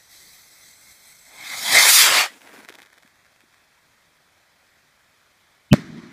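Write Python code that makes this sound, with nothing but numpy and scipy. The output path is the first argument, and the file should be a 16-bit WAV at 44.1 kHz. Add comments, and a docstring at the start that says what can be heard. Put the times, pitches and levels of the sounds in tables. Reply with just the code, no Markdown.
"""Firework rocket at night

A fuse hisses, a motor lights and roars away, its trail crackles, and high up the charge bursts,
with a ground echo and a rumble from the land around. Hiss, roar, sizzle and rumble are shaped
random spectra; pops and burst are short pressure waves. A small microphone and its recorder add
filter pre-ringing ahead of the burst, a dip, a limiter and a treble edge."""
import sys
import numpy as np
from scipy import signal
from scipy.io import wavfile
from scipy.ndimage import uniform_filter1d

SR = 44100
rng = np.random.default_rng(int(sys.argv[2]) if len(sys.argv) > 2 else 0)


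def wav_record(signal):
    """Record a signal, one row per channel, as 16-bit PCM in the file named by sys.argv[1]."""
    frames = np.transpose(np.atleast_2d(signal))
    bounded = np.clip(frames, -1, 1)
    # unit amplitude maps onto the largest positive 16-bit level
    quanta = np.round(bounded * 32767).astype(np.int16)
    wavfile.write(sys.argv[1], SR, quanta)


N = 269892

# Spectrum of night air and microphone hiss. Each row: frequency in Hz, relative density in dB.
NIGHT_COLOUR = [(31, -27.5), (52, -6), (80, -3), (285, -9), (353, -9), (528, -9.5), (580, -4.5), (867, -7),
                (1890, -3), (5750, -14), (14800, -23)]
# Fuse level. Each row: time in seconds, hiss level in dB.
FUSE_LEVEL = [(0.0, -55), (0.088, -56.5), (0.12, -48), (0.416, -50), (0.448, -53), (0.694, -49.5),
              (0.782, -53), (0.892, -49), (0.992, -53.5), (1.09, -48.5), (1.142, -52), (1.43, -50)]
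# Fuse spectrum. Each row: frequency in Hz, relative density in dB.
FUSE_COLOUR = [(150, -8), (400, -11.5), (1000, -16), (1700, -11), (3300, -6), (5000, -6.5), (9000, -6),
               (15500, -10)]
# Peaks and hollows of the fuse hiss, drifting as the flame creeps along.
# Each row: early centre in Hz, late centre in Hz, width in Hz, early gain in dB, late gain in dB.
FUSE_BANDS = [(760, 800, 300, 6, 5), (1200, 1450, 300, 3, 3), (2010, 2130, 350, 13, 15),
              (3950, 4250, 500, 8, 8), (4650, 4700, 350, 7, -2), (5300, 5450, 300, 3, 3),
              (5980, 6250, 400, 8, 8), (6650, 6700, 250, 5, -1), (7150, 7000, 600, -5, -4),
              (7800, 7900, 800, 5, 10), (9080, 8800, 400, -7, -5), (10100, 9600, 500, 4, 3),
              (10600, 10500, 600, -2, -6), (11800, 11700, 900, 2, 2)]
# Motor course. Each row: time in seconds, roar level in dB, treble tilt in dB per octave,
# share of the launch peaks from 0 to 1.
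MOTOR_COURSE = [(1.25, -58.5, 2, 1), (1.32, -49, -4.5, 0.9), (1.47, -33.5, 0.5, 0.84), (1.64, -27, 1, 0.45),
                (1.72, -17.5, -0.14, 0.45), (1.768, -8, -1, 0.63), (1.82, -6, 1, 0.56), (1.85, -8, 0, 0.17),
                (1.95, -6.5, 2.5, 0.05), (2.02, -2, 0.5, 0), (2.1, -9, -2.5, .05), (2.194, -7, -1.5, 0.52),
                (2.246, -19, -3.5, 0), (2.312, -48, -1.5, 0.2), (2.45, -60, 3, 0)]
# Roar spectrum. Each row: frequency in Hz, relative density in dB.
ROAR_COLOUR = [(180, -51), (300, -28.5), (696, -15), (892, -13.5), (1240, -8.5), (1510, -9), (2140, -5),
               (7250, -10), (15500, -19)]
# Motor rumble spectrum. Each row: frequency in Hz, relative density in dB.
RUMBLE_COLOUR = [(40, -34.5), (80, -9.5), (150, 4), (300, 2.5), (500, -16), (900, -43)]
# Launch peaks of the roar at full share. Each row: centre in Hz, width in Hz, gain in dB.
LAUNCH_BANDS = [(780, 420, 16), (1687, 140, 3.5), (2120, 310, 15.5), (3600, 1100, 6), (4630, 1800, 3.5),
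                (8500, 400, 3)]
# Spark trail. Each row: time in seconds, sizzle level in dB, small pops per second.
TRAIL_COURSE = [(2.3, -50, 420), (2.4, -54.5, 130), (2.45, -51.5, 600), (2.6, -47.5, 880), (2.66, -59, 200),
                (2.86, -72, 60), (3.1, -88, 34), (3.7, -85, 12), (4, -88, 2.8)]
# Sizzle spectrum. Each row: frequency in Hz, relative density in dB.
SIZZLE_COLOUR = [(59, -57), (100, -18.5), (253, 2.5), (897, -1), (1180, -5.5), (2320, -7), (2750, -12),
                 (10800, -18.5), (15500, -22)]
# Loud pops of single sparks. Each row: start in seconds, level in dB.
LOUD_POPS = [(2.326, -36), (2.3403, -37.5), (2.418, -37), (2.4729, -32), (2.476, -32), (2.4844, -41),
             (2.488, -37), (2.516, -41), (2.5478, -37), (2.5611, -37), (2.5707, -41), (2.5906, -37),
             (2.649, -30.5), (2.6559, -40), (2.6819, -38), (2.6882, -21.5), (2.6952, -24.5), (2.7012, -32),
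             (2.7043, -32), (2.7262, -31), (2.741, -33), (2.7495, -33), (2.7538, -26.5), (2.7873, -30.5),
             (2.7931, -33), (2.8025, -32), (2.8196, -28.5), (2.8286, -32.5), (2.8328, -35), (2.8607, -36.5),
             (2.8634, -39), (2.9312, -35.5), (2.9413, -40), (2.979, -39), (2.983, -35.5), (3.026, -39.5),
             (3.0342, -42), (3.0602, -47), (3.0772, -38), (3.1985, -47), (3.2627, -44), (3.3243, -51),
             (3.3624, -42.5), (3.4065, -38), (3.527, -46), (3.544, -41), (3.575, -50)]
# Soft low thuds in the roar and among the sparks. Each row: centre in seconds, peak in dB, pitch in Hz.
THUDS = [(2.041, -32, 153), (2.114, -34, 114), (2.193, -36, 220), (2.591, -43, 260), (2.703, -37.5, 383),
         (3.052, -50, 230), (3.44, -52.5, 299.5)]
# Burst arrivals: direct, a near reflection, off the ground.
# Each row: start in seconds, thump level in dB, shock level in dB, thump decay in milliseconds.
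BURST_ARRIVALS = [(5.7308, 9, -2, 6.0), (5.7334, -20, -9, 2), (5.7391, 11, -6, 5.8)]
# Burst echoes. Each row: time in seconds, rumble level in dB, rush level in dB.
ECHO_COURSE = [(5.748, -8, -21.5), (5.766, -25.5, -27.5), (5.79, -21, -33), (5.81, -32, -32.5),
               (5.85, -27, -42), (5.878, -35, -40.5), (5.892, -28.5, -42.5), (6.12, -40.5, -46)]
# Echo rush spectrum. Each row: frequency in Hz, relative density in dB.
ECHO_RUSH_COLOUR = [(290, -42.5), (500, -5), (686, -2.5), (2010, 0.5), (2720, -9.5), (4010, -13),
                    (5920, -21), (9780, -35), (15500, -48)]
# Echo rumble spectrum. Each row: frequency in Hz, relative density in dB.
ECHO_RUMBLE_COLOUR = [(29, -52.5), (50, -20), (73, -28), (178, 1.5), (235, -2.5), (328, -1), (498, -29.5),
                      (600, -22.5), (780, -28), (1320, -120)]
# Narrow dip in the response. Each row: time in seconds, centre in Hz, depth from 0 to 1.
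DIP_COURSE = [(0, 2890, 0.87), (1.0, 2910, .92), (1.85, 2800, 1), (1.95, 2930, 0.37), (2.3, 2900, 0),
              (2.9, 2730, 1), (3.2, 2900, .75), (5.69, 2800, .62), (5.72, 2800, 0.08), (5.8, 2800, .6),
              (6.12, 2800, 0.47)]

NIGHT_DB = -60
LIFTOFF_S, CLEAR_S = 1.82, 0.022  # the rocket leaves the ground; how fast the rumble thins
GROUND_RUMBLE_DB, AIR_RUMBLE_DB = -25, -42.5  # relative to the roar
SMALL_DB, SMALL_FADE_DB_PER_S = -45.5, 9  # small pops grow fainter as the trail climbs
CLUMP_S, CLUMP_DB, CLUMP_PER_S = 0.0062, -25.5, 230  # extra sizzle and small pops around each loud pop
SPARK_MS, SPARK_SPREAD = 0.24, 0.28
EDGE_HZ = 15300

# short-time spectrum grid
FFT_SIZE, HOP = 1024, 256
BIN_HZ = np.fft.rfftfreq(FFT_SIZE, 1 / SR)[:, None]
FRAME_S = np.arange(N // HOP + 5) * HOP / SR
SAMPLE_S = np.arange(N) / SR


def gain_of(db):
    """Amplitude factor of a level in dB."""
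    return 10 ** (np.asarray(db) / 20)


def evened(x, axis=None):
    """Scale to unit RMS."""
    return x / np.sqrt(np.mean(x ** 2, axis=axis) + 1e-20)


def read(points):
    """Spectrum in dB per bin, interpolated over log frequency."""
    hz, db = np.transpose(points)
    return np.interp(np.log(BIN_HZ + 1), np.log(hz + 1), db)


def follow(rows, t, outside=None):
    """Interpolate every column of a table over time."""
    s, *columns = np.transpose(rows)
    return [np.interp(t, s, column, outside, outside) for column in columns]


def band_db(hz, width_hz, db):
    """Resonance-shaped peak or hollow in dB."""
    return db / (1 + (2 * (BIN_HZ - hz) / width_hz) ** 2)


def tilt_octaves():
    """Octaves above 3 kHz, flattened in the bass."""
    return np.log2((BIN_HZ + 50) / 3000)


def hiss(colour_db, level_db, patchy_db, flicker_db):
    """Random short-time spectra with drifting patches and a flicker shared by all bands."""
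    real, imag, patches = rng.standard_normal((len(FRAME_S), len(BIN_HZ), 3)).T
    patches = uniform_filter1d(patches, size=8, axis=0)  # over frequency
    patches = evened(uniform_filter1d(patches, size=10, axis=1))  # over time
    flicker = evened(uniform_filter1d(rng.standard_normal(len(FRAME_S)), size=2))
    colour = evened(gain_of(colour_db + 0 * FRAME_S), axis=0)
    spectra = (real + 1j * imag) * colour * gain_of(patchy_db * patches)
    wave = signal.istft(spectra, nperseg=FFT_SIZE, noverlap=FFT_SIZE - HOP)[1][:N]
    frame_db = level_db + flicker_db * flicker
    return evened(wave) * gain_of(np.interp(SAMPLE_S, FRAME_S, frame_db))


def shock(ms):
    """A sudden push of air, the suck after it and a small rebound; the air rounds the front."""
    u = np.arange(400) / SR * 1000 / ms
    push = np.cos(np.pi * u) + 0.7 * np.exp(-12 * u)
    return signal.lfilter([0.66], [1, -0.33], push * np.exp(-(u / 1.95) ** 2))


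def night():
    """Steady faint hiss of night air and microphone."""
    return hiss(read(NIGHT_COLOUR), NIGHT_DB + 0 * FRAME_S, patchy_db=1.0, flicker_db=0.5)


def fuse():
    """Burning powder hisses out of the fuse until the motor takes over."""
    late = np.clip(FRAME_S / 1.1 - 0.1, 0, 1)
    colour_db = read(FUSE_COLOUR)
    for hz0, hz1, width_hz, db0, db1 in FUSE_BANDS:
        colour_db = colour_db + band_db(hz0 + late * (hz1 - hz0), width_hz, db0 + late * (db1 - db0))
    fade_db = 200 * np.maximum(FRAME_S - FUSE_LEVEL[-1][0], 0)
    level_db = follow(FUSE_LEVEL, FRAME_S)[0] - fade_db
    return hiss(colour_db, level_db, patchy_db=1.8, flicker_db=0.99)


def motor():
    """Turbulent jet: a roar with changing tilt and launch peaks, over a rumble that thins at lift-off."""
    roar_db, tilt_db, share = follow(MOTOR_COURSE, FRAME_S)
    burning = (FRAME_S > MOTOR_COURSE[0][0]) & (FRAME_S < MOTOR_COURSE[-1][0])
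    roar_db = roar_db + np.where(burning, 0, -100)
    away = 1 / (1 + np.exp(-(FRAME_S - LIFTOFF_S) / CLEAR_S))
    rumble_db = roar_db + GROUND_RUMBLE_DB + away * (AIR_RUMBLE_DB - GROUND_RUMBLE_DB)
    peaks_db = share * sum(band_db(*row) for row in LAUNCH_BANDS)
    colour_db = read(ROAR_COLOUR) + tilt_db * tilt_octaves() + peaks_db
    roar = hiss(colour_db, roar_db, patchy_db=2.5, flicker_db=0.85)
    return roar + hiss(read(RUMBLE_COLOUR), rumble_db, patchy_db=1.9, flicker_db=3.0)


def thuds():
    """Soft low thuds: a few cycles of a cosine in a bell envelope, negative at the centre."""
    out, t = np.zeros(N), np.arange(-400, 400) / SR
    for s, db, hz in THUDS:
        wave = np.cos(2 * np.pi * hz * t) * np.exp(-(t * hz * 1.2) ** 2)
        out[round(s * SR) - 400:][:800] -= gain_of(db) * wave
    return out


def small_pops():
    """Sparks burst at random as tiny shocks, denser around the loud pops."""
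    near = sum(np.exp(-((SAMPLE_S - s) / CLUMP_S) ** 2) for s, _ in LOUD_POPS)
    per_s = follow(TRAIL_COURSE, SAMPLE_S, 0)[1] + CLUMP_PER_S * np.minimum(near, 1)
    fires = rng.random(N) < per_s / SR
    size_db = 3.5 * np.minimum(rng.exponential(1, N), 3)
    level_db = SMALL_DB - SMALL_FADE_DB_PER_S * (SAMPLE_S - TRAIL_COURSE[0][0])
    return signal.oaconvolve(fires * gain_of(size_db + level_db), shock(0.28))[:N]


def loud_pops():
    """Single sparks burst as shocks of randomly varied length."""
    out = np.zeros(N)
    for (s, db), spread in zip(LOUD_POPS, rng.uniform(-1.1, 1, len(LOUD_POPS))):
        out[round(s * SR):][:400] += gain_of(db) * shock(SPARK_MS * (1 + SPARK_SPREAD * spread))
    return out


def scattered(pops):
    """Add scatter off the ground nearby as a decaying noise tail, then cut the bass."""
    taps = rng.standard_normal(900) * np.exp(-np.arange(900) / 150)
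    scatter = signal.oaconvolve(pops, taps / np.linalg.norm(taps))[:N]
    high_pass = signal.butter(2, 180, "high", fs=SR, output="sos")
    return signal.sosfilt(high_pass, pops + gain_of(-15) * scatter)


def sizzle():
    """Hiss under the crackle, swelling around each loud pop; powers add."""
    power = gain_of(follow(TRAIL_COURSE, FRAME_S, -100)[0]) ** 2
    for s, db in LOUD_POPS:
        power = power + gain_of(db + CLUMP_DB) ** 2 * np.exp(-((FRAME_S - s) / CLUMP_S) ** 2)
    return hiss(read(SIZZLE_COLOUR), 10 * np.log10(power), patchy_db=1.532, flicker_db=2.5)


def trail():
    """Spark trail: small and loud pops with ground scatter, over a sizzle."""
    return scattered(small_pops() + loud_pops()) + sizzle()


def filter_prering():
    """Recorder filter pre-ringing ahead of the burst: a low swell and a thin ring near 2.8 kHz."""
    t = np.arange(2000) / SR  # seconds before the burst
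    swell = np.cos(2 * np.pi * 172 * t) + 0.04 * np.sin(2 * np.pi * 344 * t)
    swell *= 1.3 * np.exp(-((t - 0.004) / 0.0033) ** 2)
    swell += 0.2 * np.exp(-((t - 0.012) / 0.005) ** 2) * np.cos(2 * np.pi * 175 * (t - 0.009))
    ring = sum(np.cos(2 * np.pi * (hz * t + rng.random())) for hz in np.linspace(2520, 3060, 9))
    ring = ring * np.exp(-t / 0.007) * np.clip((0.026 - t) / 0.008, 0, 1)
    return (gain_of(-21) * ring - swell)[::-1]


def burst():
    """Arrivals of a sharp shock and a fast-dying low thump; the recorder's filters ring ahead of the first."""
    out, t = np.zeros(N), np.arange(2000) / SR
    for s, thump_db, shock_db, decay_ms in BURST_ARRIVALS:
        at = round(s * SR)
        turn = 2 * np.pi * 195 * (t - 0.0005)
        thump = -(0.85 * np.cos(turn) + 0.17 * np.cos(3 * turn))
        thump *= np.exp(-(1000 * t / decay_ms) ** 2.1) * (1 - np.exp(-t / 0.00012))
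        out[at:at + 2000] += gain_of(thump_db) * thump
        out[at:at + 400] += gain_of(shock_db) * shock(0.27)
    out[round(BURST_ARRIVALS[0][0] * SR) - 2000:][:2000] += filter_prering()
    return out


def echoes():
    """Ground, trees and walls scatter the burst back as rush and rumble, duller with distance."""
    burst_s = BURST_ARRIVALS[0][0]
    rumble_db, rush_db = follow(ECHO_COURSE, FRAME_S)
    # air absorbs treble on the longer paths
    tilt_db = 3.0 + 2.1 * np.exp(-np.maximum(FRAME_S - burst_s, 0) / 0.18)
    rush_colour_db = read(ECHO_RUSH_COLOUR) + tilt_db * tilt_octaves()
    rush = hiss(rush_colour_db, rush_db, patchy_db=1.5, flicker_db=1.2)
    rumble = hiss(read(ECHO_RUMBLE_COLOUR), rumble_db, patchy_db=0.8, flicker_db=1.2)
    since_s = SAMPLE_S - burst_s
    return rush * np.clip(since_s / 0.01, 0, 1) + rumble * np.clip(since_s / 0.03, 0, 1) ** 2


def scene():
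    """All sources at one microphone, with the filter pre-ringing of the burst."""
    return (night() + fuse() + motor() + thuds() + trail() + burst() + echoes())[None]


def dipped(x):
    """Subtract a narrow wandering band; its filter rings briefly before and after each pop."""
    hz, depth = follow(DIP_COURSE, SAMPLE_S)
    hz = hz + 30 * evened(uniform_filter1d(rng.standard_normal(N), size=3000))
    turn = np.exp(2j * np.pi * np.cumsum(hz) / SR)
    ring = np.exp(-abs(np.arange(-1500, 1501)) / SR * np.pi * 380)
    # shift the band to 0 Hz, low-pass, shift back
    band = 2 * (turn * signal.oaconvolve(x / turn, ring / ring.sum(), "same")).real
    return x - np.clip(depth, 0, 1) * band


def limited(x):
    """Limiter: gain drops at once on peaks and recovers at 16 dB per second."""
    recovered_db = np.arange(N) * 16.0 / SR
    held_db = np.maximum.accumulate(20 * np.log10(abs(x) + 1e-9) + recovered_db) - recovered_db
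    return x / gain_of(np.maximum(held_db + 0.18, 0))  # ceiling -0.18 dB


def record(dry):
    """Microphone chain: response dip, limiter, steep low-pass at the treble edge."""
    low_pass = signal.firwin(1023, EDGE_HZ, window=("kaiser", 9), fs=SR)
    return signal.oaconvolve(limited(dipped(dry[0])), low_pass, "same")[None]


dry = scene()
out = record(dry)
wav_record(out)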